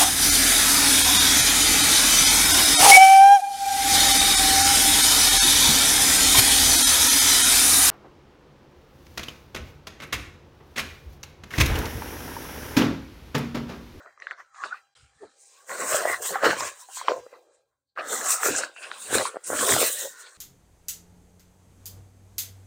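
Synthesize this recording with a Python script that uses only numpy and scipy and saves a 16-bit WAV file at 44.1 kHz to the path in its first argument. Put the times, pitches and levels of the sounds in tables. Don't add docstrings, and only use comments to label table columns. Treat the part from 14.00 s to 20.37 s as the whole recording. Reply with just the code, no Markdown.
import sys
import numpy as np
from scipy import signal
from scipy.io import wavfile
from scipy.ndimage import uniform_filter1d

SR = 44100
rng = np.random.default_rng(int(sys.argv[2]) if len(sys.argv) > 2 else 0)


def field_ratio(decibels):
    return 10 ** (np.asarray(decibels, dtype=float) / 20)


def transcribe(u):
    v = np.clip(np.atleast_2d(u).T, -1, 1)
    q = np.round(v * 32767).astype(np.int16)
    wavfile.write(sys.argv[1], SR, q)


N = 280917

# (start [s], end [s])
BOUTS = [(0, .942), (.951, 3.9), (3.955, 6.37)]
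# (peak time [s], level [dB], rise [s], fall [s], finest hiss re swish [dB])
STROKES = [(0, -71, .01, 0.26, -11), (.22, -70, 0.07, 0.24, -29), (.31, -64, 0.0093, 0.042, -26),
           (.4, -66, 0.043, 0.082, -12), (.58, -61, 0.055, 0.13, -30), (.65, -55.5, 0.053, 0.12, -26),
           (.75, -68.5, .1, 0.1, -1.5), (.5, -80, .1, .1, -12), (.86, -85, .1, .2, -8),
           (.97, -62.5, 0.044, 0.17, -24), (1.19, -67, 0.092, 0.41, -26), (1.42, -56, 0.07, 0.35, -21),
           (1.6, -56, 0.14, 0.098, -11), (1.71, -37.5, 0.043, .12, -10.5), (1.81, -33, 0.06, 0.12, -10),
           (1.88, -40, 0.089, .1, -18), (1.95, -24, 0.13, 0.098, -8), (2.1, -36, 0.18, 0.16, -6),
           (2.222, -33, 0.0091, 0.12, -9), (2.265, -31, 0.047, .11, -4.5), (2.45, -37, .04, 0.086, -7),
           (2.52, -36.5, 0.086, .08, -10), (2.6, -32.5, 0.056, 0.14, -14.5), (2.68, -40.5, .1, 0.048, -11),
           (2.82, -48, 0.11, 0.06, -9), (2.98, -36.5, .09, 0.065, -11.5), (3.09, -50.5, .1, 0.18, -12),
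           (3.25, -70, .1, 0.4, -3.5), (3.55, -66, .09, 0.05, -29), (3.975, -68, 0.008, .2, -1),
           (4.13, -31, 0.078, 0.27, -10), (4.26, -27, 0.013, 0.15, -21), (4.32, -19.5, 0.092, 0.064, -8.5),
           (4.45, -24.5, 0.056, .13, -5.5), (4.58, -27.5, 0.11, 0.053, -21),
           (4.64, -41.5, 0.07, 0.051, -17), (4.83, -46.5, 0.091, 0.16, -20), (5.04, -39, 0.096, 0.24, -12),
           (5.15, -25, 0.066, 0.12, -11), (5.27, -35.5, 0.19, 0.072, -20), (5.442, -35, 0.0064, .1, -31),
           (5.47, -33.5, 0.023, 0.56, -9), (5.6, -27, 0.098, 0.25, -10), (5.71, -23.5, 0.13, 0.19, -6),
           (5.82, -26, 0.15, 0.14, -1.5), (5.89, -30, 0.25, 0.14, 1.5), (6.01, -30, 0.17, 0.098, -4),
           (6.21, -47, .1, 0.035, -10), (6.3, -56, 0.36, 0.18, -17)]
# (peak time [s], level [dB], rise [s], fall [s], brightest pitch [Hz])
CRUMPLES = [(0, -50.5, .01, .12, 1280), (.07, -52, 0.089, 0.084, 1330), (.225, -52, .07, .12, 1870),
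            (.28, -45, 0.029, 0.049, 1830), (.32, -42.5, 0.029, .05, 1410), (.405, -41.5, .04, .025, 1700),
            (.45, -63, .05, .3, 1350), (.548, -53, .006, .1, 1198), (.64, -36, .08, 0.083, 1160),
            (.73, -41.5, .04, 0.069, 1450), (.8, -66, .05, 0.13, 1190), (.96, -65.5, .015, .4, 1420),
            (1.24, -57, 0.089, .11, 1280), (1.61, -65, 0.23, .1, 1040), (1.71, -33, 0.027, .12, 1570),
            (1.81, -32.5, .045, 0.16, 2000), (1.945, -27.5, 0.12, .2, 1320), (2.09, -30, 0.11, 0.075, 2020),
            (2.14, -27.5, 0.11, 0.045, 2050), (2.222, -41, .006, .1, 1500),
            (2.26, -38.5, 0.045, 0.14, 1980), (2.36, -26, 0.041, 0.025, 1060), (2.4, -34.5, .1, .05, 1500),
            (2.428, -31, .008, .05, 1500), (2.455, -18, 0.04, 0.099, 1480), (2.52, -32, 0.076, .08, 1580),
            (2.62, -32, .1, 0.11, 1000), (2.69, -39.5, .08, 0.021, 980), (2.825, -53.5, .1, .05, 980),
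            (2.9, -53.5, .02, .12, 950), (2.98, -41, .03, .13, 980), (3.09, -28.5, 0.017, 0.023, 1050),
            (3.12, -47, .04, .11, 980), (3.26, -64, 0.093, .2, 990), (3.35, -53.5, 0.053, 0.05, 1000),
            (3.52, -71.5, .2, 0.12, 1100), (3.73, -82.5, 0.12, .1, 1050), (3.965, -47, .004, .05, 1505),
            (3.98, -34.5, 0.0077, 0.19, 1170), (4.14, -34, 0.1, .2, 1460), (4.3, -30, 0.15, 0.2, 1350),
            (4.455, -26, 0.067, 0.11, 1410), (4.63, -33.5, 0.31, .07, 1550), (4.765, -52, .006, .15, 1503),
            (4.84, -42.5, .07, 0.13, 1600), (4.92, -46, 0.091, 0.24, 1520), (5.15, -28.5, .07, 0.041, 1580),
            (5.21, -28, 0.091, 0.028, 1810), (5.27, -33.5, .045, 0.054, 1080),
            (5.36, -48, 0.12, 0.062, 1200), (5.47, -53, 0.013, .1, 1808), (5.54, -32, 0.072, .15, 1480),
            (5.63, -28.5, 0.083, 0.059, 1150), (5.71, -28, 0.085, .09, 1790), (5.78, -30, .1, 0.14, 1260),
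            (5.865, -38.5, 0.09, .07, 1970), (6.03, -45.5, .25, .08, 1840), (6.2, -52, 0.18, 0.32, 1480)]
# (peak time [s], level [dB], rise [s], fall [s], brightest pitch [Hz])
KNOCKS = [(0, -55, .01, .08, 570), (.07, -51.5, .045, .045, 600), (.23, -59, .07, .2, 610),
          (.32, -50.5, 0.03, .035, 650), (.4, -61, 0.053, .055, 630), (.65, -45.5, 0.033, .05, 640),
          (.7, -66.5, .04, .18, 650), (.96, -76.5, .015, .5, 460), (1.235, -44, .015, .04, 450),
          (1.35, -71.5, 0.13, .4, 480), (1.64, -65.5, 0.17, .1, 500), (1.71, -38, .03, .2, 500),
          (1.82, -32.5, 0.055, .08, 530), (1.95, -31, 0.087, .15, 630), (2.1, -31, 0.25, .055, 670),
          (2.22, -39, 0.088, .08, 650), (2.32, -33, 0.042, .1, 500), (2.428, -24.5, .01, 0.046, 474),
          (2.45, -21, .03, .11, 480), (2.63, -38, 0.14, .1, 550), (2.68, -44, .06, .045, 550),
          (2.8, -70, .1, .3, 650), (2.9, -62, .035, .045, 710), (3.05, -46, 0.053, .05, 570),
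          (3.09, -24, .01, 0.078, 590), (3.18, -36, .06, .035, 510), (3.27, -63.5, .08, .15, 500),
          (3.345, -49.5, 0.042, .12, 550), (3.5, -63, .15, .19, 540), (3.99, -35, 0.022, .08, 700),
          (4.125, -32.5, 0.084, .07, 490), (4.23, -36.5, 0.068, .1, 640), (4.345, -40, .03, .04, 680),
          (4.47, -28.5, .05, .11, 500), (4.6, -36.5, .1, .09, 600), (4.87, -50.5, .18, .17, 630),
          (5.16, -32.5, 0.1, .15, 440), (5.21, -27, 0.095, .035, 510), (5.36, -40, .03, .03, 520),
          (5.525, -32.5, .045, .15, 400), (5.71, -25.5, .15, .08, 390), (5.82, -27, 0.12, .09, 520),
          (5.95, -48.5, .1, .15, 600), (6.055, -37.5, 0.061, .035, 520), (6.25, -62.5, .3, .4, 420)]
BEND = 1.18


def evened(x):
    return x / np.sqrt(np.mean(x ** 2) + 1e-20)


def curve(points):
    return np.interp(np.arange(N) / SR, *np.transpose(points))


def colour(x, spectrum):
    f, db = np.transpose(spectrum)
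    hz = np.fft.fftfreq(8192, 1 / SR)
    gain_db = np.interp(np.log(abs(hz) + 1), np.log(f + 1), db, left=-80, right=-80)
    log_gain = np.log(field_ratio(gain_db))
    taps = np.fft.ifft(np.exp(np.conj(signal.hilbert(log_gain)))).real[:4096]
    return signal.oaconvolve(x, taps)[:N]


def gestures(rows):
    rest_db = -104
    t = np.arange(0, N / SR, 1 / 1000)
    s, db, rise, fall, value = np.transpose(rows)[:, :, None]
    away = abs(t - s) / np.maximum(np.where(t < s, rise, fall), 1 / 1000)
    power = field_ratio(np.maximum(db - 20 * away ** BEND, -200)) ** 2
    for start, _ in BOUTS:
        power *= np.where((s > start) & (t < start), 1e-9, 1)
    total = power.sum(0)
    level_db = 10 * np.log10(total + field_ratio(rest_db) ** 2)
    mean_value = (power * value).sum(0) / total
    return [np.interp(np.arange(N) / SR, t, v) for v in (level_db, mean_value)]


def friction(spectrum, per_s, spread_db, hiss, patchy_db, patch_hz, patch_s, bright_hz=None, bright_db=0, share=.1):
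    slips = rng.random(N) < per_s / SR
    size = np.minimum(rng.exponential(1, N), 4)
    clicks = rng.choice([-1., 1.], N) * field_ratio(spread_db * size) * slips
    noise = rng.standard_normal(N)
    sound = colour(hiss * noise + (1 - hiss) * evened(clicks), spectrum)

    hz, t, z = signal.stft(sound, SR, nperseg=1024, noverlap=768)
    patches = rng.standard_normal(z.shape[::-1]).T
    blur = np.exp(-.5 * ((hz[:, None] - hz) / patch_hz) ** 2)
    drift = signal.lfilter([1], [1, -np.exp(-t[1] / patch_s)], blur @ patches, axis=1)
    field_db = patchy_db * evened(drift)
    if bright_hz is not None:
        centre_hz = np.interp(t, np.arange(N) / SR, bright_hz)
        lift_db = np.interp(t, np.arange(N) / SR, bright_db * np.ones(N))
        field_db += lift_db * np.exp(-.5 * ((hz[:, None] / centre_hz - 1) / share) ** 2)

    power = (abs(z) ** 2).mean(1, keepdims=True)
    gain = field_ratio(field_db) / np.sqrt((power * field_ratio(2 * field_db)).sum(0) / power.sum())
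    return evened(signal.istft(z * gain, nperseg=1024, noverlap=768)[1][:N])


def ring(t, hz, t60_s, cycles):
    swell = np.exp(-.5 * (np.minimum(t, 0) * hz / cycles) ** 2)
    return np.cos(2 * np.pi * hz * t) * swell * field_ratio(-60 * np.maximum(t, 0) / t60_s)


def buzz():
    # (multiple of the fundamental, relative level [dB])
    partials = [(1, -3), (2, -6.5), (3, -15), (4, -11), (5, -8.5), (6, -8.5), (7, -13), (8, -11.5),
                (9, -10.5), (10, -18)]
    # (time [s], level [dB])
    buzz_level = [(0, -67), (.4, -83), (.7, -64.5), (.93, -76), (.96, -73), (1.6, -73), (1.8, -64),
                  (2.8, -66.5), (3.2, -62.5), (3.6, -81), (3.85, -105), (4, -92), (4.8, -65), (6.37, -76)]
    fundamental_hz, waver_db = 800, 3
    t = np.arange(N) / SR
    waver = evened(uniform_filter1d(rng.standard_normal((len(partials), N)), 900, 1))
    tones = np.zeros(N)
    for w, (k, db) in zip(waver, partials):
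        phase = 2 * np.pi * (round(k) * fundamental_hz * t + rng.random())
        tones += field_ratio(db + waver_db * w) * np.sin(phase)
    return field_ratio(curve(buzz_level)) * tones


def thud():
    # (peak time [s], level [dB], rise [s], fall [s], deep thud re flap [dB])
    flaps = [(0, -92, .01, 0.16, 6), (.66, -67, .06, .1, -15), (1.04, -77.5, 0.064, .08, 18),
             (1.17, -78, 0.025, 0.033, 17), (1.24, -51, 0.037, 0.054, -20), (1.71, -61, 0.033, 0.13, -16),
             (1.84, -49.5, .08, 0.11, -25), (1.94, -57.5, .05, 0.067, 9), (2.02, -57, .1, .1, -20),
             (2.1, -61.5, 0.12, 0.18, 1.5), (2.33, -49, 0.041, 0.071, -27),
             (2.47, -28.5, 0.032, 0.078, -20.5), (2.58, -53, .04, 0.043, 7), (2.63, -49, 0.066, 0.071, -3),
             (3.11, -70, .06, .1, -9.5), (3.19, -71, .06, 0.073, 8), (4, -54.5, 0.021, 0.33, -21),
             (4.17, -51.5, 0.1, 0.18, -19), (4.51, -34, 0.033, 0.059, -9), (4.63, -55, .08, 0.068, -17),
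             (5.04, -68, 0.34, .1, -18), (5.17, -37, 0.066, .07, -1.5), (5.55, -35.5, 0.048, 0.031, -10),
             (5.63, -33.5, 0.052, .04, -13.5), (5.73, -30, 0.044, 0.082, -8.5),
             (5.79, -38.5, .06, 0.091, -10), (6, -66, 0.24, 0.22, -10)]
    # (frequency [Hz], density [dB])
    flap_spectrum = [(71, -30), (120, -25.5), (167, -8.5), (248, -1.5), (300, 0.5), (390, -13.5),
                     (660, -120)]
    # (frequency [Hz], density [dB])
    air_spectrum = [(18, -46), (30, -20.5), (54, 6), (140, 9.5), (180, -22.5), (310, -120)]
    flutter_db = -97
    flap_re_knock_db = -35.5
    level_db, deep_db = gestures(flaps)
    knock_db, _ = gestures(KNOCKS)
    flap = friction(flap_spectrum, per_s=73, spread_db=0, hiss=0.54, patchy_db=7.5, patch_hz=48.74, patch_s=.05)
    deep = friction(air_spectrum, per_s=100, spread_db=0, hiss=0.6, patchy_db=4.0, patch_hz=49.65, patch_s=0.057)
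    pushes = field_ratio(level_db) * (flap + field_ratio(deep_db) * deep)
    return pushes + field_ratio(flutter_db) * deep + field_ratio(knock_db + flap_re_knock_db) * flap


def sing():
    # (middle [s], level [dB], time from middle to -20 dB [s], first pitch [Hz], last pitch [Hz])
    folds = [(.62, -43, 0.05, 1166, 1197), (0.727, -32, 0.028, 1300, 1530), (0.396, -64, .04, 5900, 5920),
             (.62, -57, .1, 6900, 6300), (.68, -54, .07, 3900, 3700), (0.769, -54.5, 0.041, 2530, 2560),
             (1.236, -33, 0.021, 438, 400), (1.606, -57.5, .06, 1050, 1160), (1.56, -83, .06, 2700, 2700),
             (2.092, -23.5, 0.026, 1937, 2010), (2.133, -26.5, 0.02, 2050, 1968),
             (2.284, -41, 0.066, 2790, 5020), (2.825, -51, 0.05, 980, 988), (3.16, -30, .07, 530, 500),
             (3.14, -36.5, .07, 1050, 998), (3.9, -82, .04, 4300, 4300), (3.182, -60.5, .07, 6100, 5900),
             (3.996, -36.5, 0.019, 2635, 2560), (4.778, -40, .025, 2700, 2700),
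             (4.843, -42, 0.055, 2600, 2610), (5.053, -52, .06, 2700, 2680), (5.866, -33, .04, 1966, 1950),
             (6.0, -43.5, 0.14, 1900, 1840), (6.056, -31, 0.021, 520, 538), (6.22, -54.5, .15, 1850, 1785),
             (6.2, -54.5, .15, 1456, 1447)]
    width_share = 0.079
    out = np.zeros(N)
    a, b = rng.standard_normal((2, N))
    t = np.arange(N) / SR
    for s, db, half_s, first_hz, last_hz in folds:
        near = abs(t - s) < 2 * half_s
        u = (t[near] - s) / half_s
        width_hz = width_share * first_hz * np.sqrt(first_hz / 1000)
        pole = np.exp(-np.pi * width_hz / SR)
        flutter = signal.lfilter([1], np.poly([pole] * 2), (a + 1j * b)[near])
        pitch_hz = np.interp(u, [-1, 1], [first_hz, last_hz])
        tone = (flutter * np.exp(2j * np.pi * np.cumsum(pitch_hz) / SR)).real
        out[near] += field_ratio(db - 20 * abs(u) ** BEND) * evened(tone)
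    return out


def scuff():
    # (peak time [s], level [dB], rise [s], fall [s], brightest pitch [Hz])
    drags = [(0, -72.5, .01, .2, 2282), (.1, -73, .1, .1, 2295), (.222, -56, .012, .08, 2620),
             (.275, -59.5, .01, .1, 2400), (.32, -59.5, .1, 0.053, 2323), (.4, -66, .08, 0.1, 2308),
             (.548, -61.5, .008, .2, 2354), (.645, -47, 0.026, 0.091, 2770), (.77, -60, .15, 0.037, 2530),
             (.85, -81.5, .1, .25, 2894), (.96, -60, .012, .2, 2905), (1.25, -68, 0.17, .3, 4100),
             (1.57, -62, 0.28, 0.13, 4990), (1.72, -47.5, 0.045, .2, 2400), (1.815, -42, .07, 0.17, 2306),
             (1.946, -34, 0.095, .17, 2940), (2.146, -44, 0.23, .05, 2740), (2.25, -41, .04, 0.19, 3000),
             (2.345, -48, .05, .06, 4700), (2.455, -25.5, .03, 0.047, 2960),
             (2.505, -30.5, .06, 0.057, 2920), (2.6, -39.5, 0.2, 0.15, 2500),
             (2.675, -40.5, .1, 0.055, 2670), (2.835, -60, .15, .1, 3610), (2.98, -43, .075, 0.18, 3170),
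             (3.094, -36.5, 0.036, .05, 3124), (3.2, -62.5, .1, 0.12, 3043), (3.337, -63, .08, .11, 2474),
             (3.55, -78, .2, 0.16, 3990), (3.97, -66, .006, .1, 2597), (3.995, -46.5, 0.013, 0.056, 2650),
             (4.125, -39.5, 0.095, 0.17, 3470), (4.324, -39, .14, 0.063, 2688),
             (4.46, -33.5, 0.041, 0.2, 2640), (4.64, -39, 0.45, 0.045, 2620),
             (4.765, -55, .006, 0.066, 2796), (4.835, -41.5, .02, 0.083, 2790),
             (4.93, -48, .06, 0.21, 2710), (5.07, -47, 0.16, .1, 4370), (5.15, -29, 0.058, 0.13, 2850),
             (5.27, -37.5, 0.14, 0.029, 4425), (5.45, -55.5, .015, 0.18, 2524),
             (5.6, -33.5, 0.065, .15, 3080), (5.73, -28, .15, 0.21, 3630), (5.834, -27.5, .1, 0.095, 2360),
             (6.02, -40, 0.4, 0.1, 3785), (6.27, -51.5, .2, .065, 4330), (6.37, -57.5, .05, .1, 3770)]
    # (frequency [Hz], density [dB])
    scuff_spectrum = [(1240, -20), (2100, -1.5), (2520, -1), (3150, -3.5), (4080, 1.5), (4660, -2.5),
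                      (5600, -6), (7280, -33), (12300, -120)]
    re_stroke_db, re_crumple_db = -21.5, -24
    level_db, drag_hz = gestures(drags)
    fold_db = 7.5 - 0.12 * (level_db + 46) * (level_db > -45)
    drag = friction(scuff_spectrum, per_s=1300, spread_db=4.5, hiss=0.58, patchy_db=3.5, patch_hz=151,
                    patch_s=0.046, bright_hz=drag_hz, bright_db=fold_db, share=0.095)
    parts_db = [level_db, gestures(STROKES)[0] + re_stroke_db, gestures(CRUMPLES)[0] + re_crumple_db]
    return np.linalg.norm(field_ratio(np.array(parts_db)), axis=0) * drag


def snaps():
    # (peak time [s], ring level [dB], ring pitch [Hz], ring t60 [s], held to 3 ms at least)
    pops = [(.0614, -37, 1250, 0.013), (.1768, -43, 1210, 0.02), (.201, -37.5, 1850, 0.0054),
            (.2223, -27.5, 1910, 0.014), (.2704, -19, 1620, 0.009), (.3108, -19, 1840, 0.0079),
            (0.3171, -25, 1490, 0.0097), (.546, -40, 1200, 0.012), (0.638, -16, 1380, 0.0086),
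            (0.6429, -19.5, 1300, 0.009), (.744, -32, 1194, 0.05), (1.6951, -23.5, 1660, 0.0037),
            (1.7166, -24.5, 1850, 0.0098), (1.9232, -20, 586, 0.024), (1.9461, -13.5, 620, 0.02),
            (2.0157, -23, 1090, 0.0086), (2.055, -10.5, 623, 0.023), (2.1071, -30, 1793, .003),
            (2.3068, -25, 715, .009), (2.3581, -18, 783, 0.047), (2.429, -21, 1475, .003),
            (2.436, -12.5, 504, 0.0047), (2.4432, -12, 1550, .02), (2.4589, -6, 1570, 0.0024),
            (2.4664, -21, 1600, 0.019), (2.5112, -14.5, 1650, 0.0024), (2.5317, -21, 870, 0.029),
            (2.6079, -16.5, 1040, 0.012), (2.8884, -39, 783, 0.057), (2.9724, -28.5, 1001, .02),
            (3.0147, -22.5, 1010, .019), (3.0839, -5, 1050, 0.0096), (3.105, -22, 1030, 0.024),
            (3.1194, -12.5, 510, 0.027), (3.266, -34, 505, 0.028), (3.33, -37, 520, 0.031),
            (3.9633, -39, 1701, 0.0073), (3.976, -22, 1180, 0.018), (3.9873, -17, 1430, 0.0026),
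            (4.0102, -23.5, 1630, 0.0081), (4.2136, -22, 1700, 0.012), (4.343, -23.5, 1290, 0.007),
            (4.4335, -11, 1410, 0.0027), (4.4624, -14, 546, .004), (4.4872, -19, 394, 0.058),
            (4.5503, -22, 1599, .034), (4.6364, -15.5, 1530, .01), (4.7641, -33.5, 1500, 0.0026),
            (4.9163, -18.5, 1470, 0.002), (5.1301, -18.5, 395, .003), (5.1449, -16.5, 1550, 0.012),
            (5.1543, -11.5, 448, 0.016), (5.1842, -15.5, 1580, 0.0079), (5.255, -16, 1050, 0.032),
            (5.3453, -30.5, 520, 0.011), (5.3599, -23.5, 557, 0.0073), (5.3693, -19, 585, 0.0054),
            (5.5033, -17, 546, 0.0025), (5.5324, -17, 535, .0055), (5.5908, -18.5, 1670, 0.019),
            (5.6293, -20, 500, 0.034), (5.6786, -21, 603, 0.024), (5.6925, -11, 1700, 0.0029),
            (5.7231, -10, 1860, 0.0049), (5.739, -15, 1841, 0.0048), (5.7655, -10.5, 705, .0082),
            (5.8173, -15.5, 600, 0.005), (5.8302, -12, 494, .009), (5.8407, -23, 543, 0.01)]
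    # (peak time [s], level [dB], pitch [Hz])
    ticks = [(.202, -43.5, 5900), (0.3135, -48, 3130), (0.9545, -49, 3970), (1.7031, -36, 7350),
             (1.8039, -21, 7500), (2.607, -22, 5120), (3.085, -18, 3110), (4.2097, -25, 7440),
             (4.3053, -10.5, 7420), (4.3339, -24, 7030), (4.4309, -16, 8050), (4.563, -12.5, 7030),
             (4.915, -28.5, 3700), (5.1836, -13, 4100), (5.2182, -27.5, 9180), (5.6963, -14, 3750),
             (6.0941, -31.9, 7100)]
    lead = 400
    t = np.arange(-lead, 8000) / SR
    out = np.zeros(N + 8000 + lead)
    for s, db, hz, t60_s in pops:
        crack_db, crack_hz = -3 - 8.5 * hz / 1000, 500 + 1.41 * hz
        crack = field_ratio(crack_db) * ring(t, crack_hz, 0.003, cycles=0.92)
        pop = ring(t, hz, max(t60_s, .003), cycles=0.7) + crack
        out[round(s * SR):][:len(t)] += field_ratio(db) * pop
    for s, db, hz in ticks:
        out[round(s * SR):][:len(t)] += field_ratio(db) * ring(t, hz, 0.0087, cycles=1.0)
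    highpass = signal.butter(2, 220, "high", fs=SR, output="sos")
    return signal.sosfilt(highpass, out[lead:N + lead])


def crumple():
    # (frequency [Hz], density [dB])
    crackle_spectrum = [(460, -36), (780, -0.5), (839, -9), (1070, 5.5), (1220, 2.5), (1500, 3.5),
                        (1990, 0.5), (2500, -26.5), (3250, -40.5), (5500, -120)]
    # (frequency [Hz], density [dB])
    hollow_spectrum = [(150, -43), (260, -19), (344, -0.5), (519, 6), (694, 3), (828, -6), (900, 0.5),
                       (1170, -40), (1980, -120)]
    crease_db, crease_hz = gestures(CRUMPLES)
    knock_db, knock_hz = gestures(KNOCKS)
    crackle = friction(crackle_spectrum, per_s=700, spread_db=1.0, hiss=0.44, patchy_db=4.5, patch_hz=89,
                       patch_s=0.057, bright_hz=crease_hz, bright_db=6.5, share=.075)
    hollow = friction(hollow_spectrum, per_s=300, spread_db=3.0, hiss=0.52, patchy_db=2.5, patch_hz=60,
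                      patch_s=0.026, bright_hz=knock_hz, bright_db=6.5, share=0.13)
    return field_ratio(crease_db) * crackle + field_ratio(knock_db) * hollow


def jerks():
    smooth = uniform_filter1d(uniform_filter1d(rng.standard_normal(N), 1200), 1200)
    return field_ratio(1.68 * evened(smooth))


def slide():
    # (frequency [Hz], density [dB])
    swish_spectrum = [(2820, -23), (4800, -11), (5460, -6), (7360, -2.5), (9030, -2), (11000, -18),
                      (14300, -44.5), (22000, -120)]
    # (frequency [Hz], density [dB])
    hiss_spectrum = [(5880, -18.5), (10000, -9), (11700, -16), (14800, -4.5), (15600, -11), (16000, -17)]
    # (time [s], pitch [Hz])
    tension = [(0, 6000), (.4, 5800), (.6, 6900), (1, 7500), (1.6, 7100), (2.1, 8000), (2.6, 6700),
               (2.9, 7600), (3.2, 6200), (3.55, 7500), (4.3, 7500), (4.6, 6700), (4.85, 9100), (5.45, 8600),
               (5.7, 7900), (5.95, 8300), (6.05, 6900), (6.37, 7600)]
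    level_db, fine_db = gestures(STROKES)
    swish = friction(swish_spectrum, per_s=5000, spread_db=3.0, hiss=0.44, patchy_db=2.0, patch_hz=400,
                     patch_s=0.016, bright_hz=curve(tension), bright_db=14, share=0.28)
    fine = friction(hiss_spectrum, per_s=3100, spread_db=0, hiss=0.33, patchy_db=1.5, patch_hz=600, patch_s=.04)
    return field_ratio(level_db) * jerks() * (swish + field_ratio(fine_db) * fine)


def scene():
    t = np.arange(N) / SR
    sounding = (t < BOUTS[0][1]) | (t > BOUTS[1][0])
    mix = buzz() + thud() + sing() + scuff() + snaps() + crumple() + slide()
    return (mix * sounding)[None]


def top_cut(x):
    return signal.sosfilt(signal.butter(12, 16250, fs=SR, output="sos"), x)


def record(dry):
    return top_cut(dry)


dry = scene()
out = record(dry)
transcribe(out)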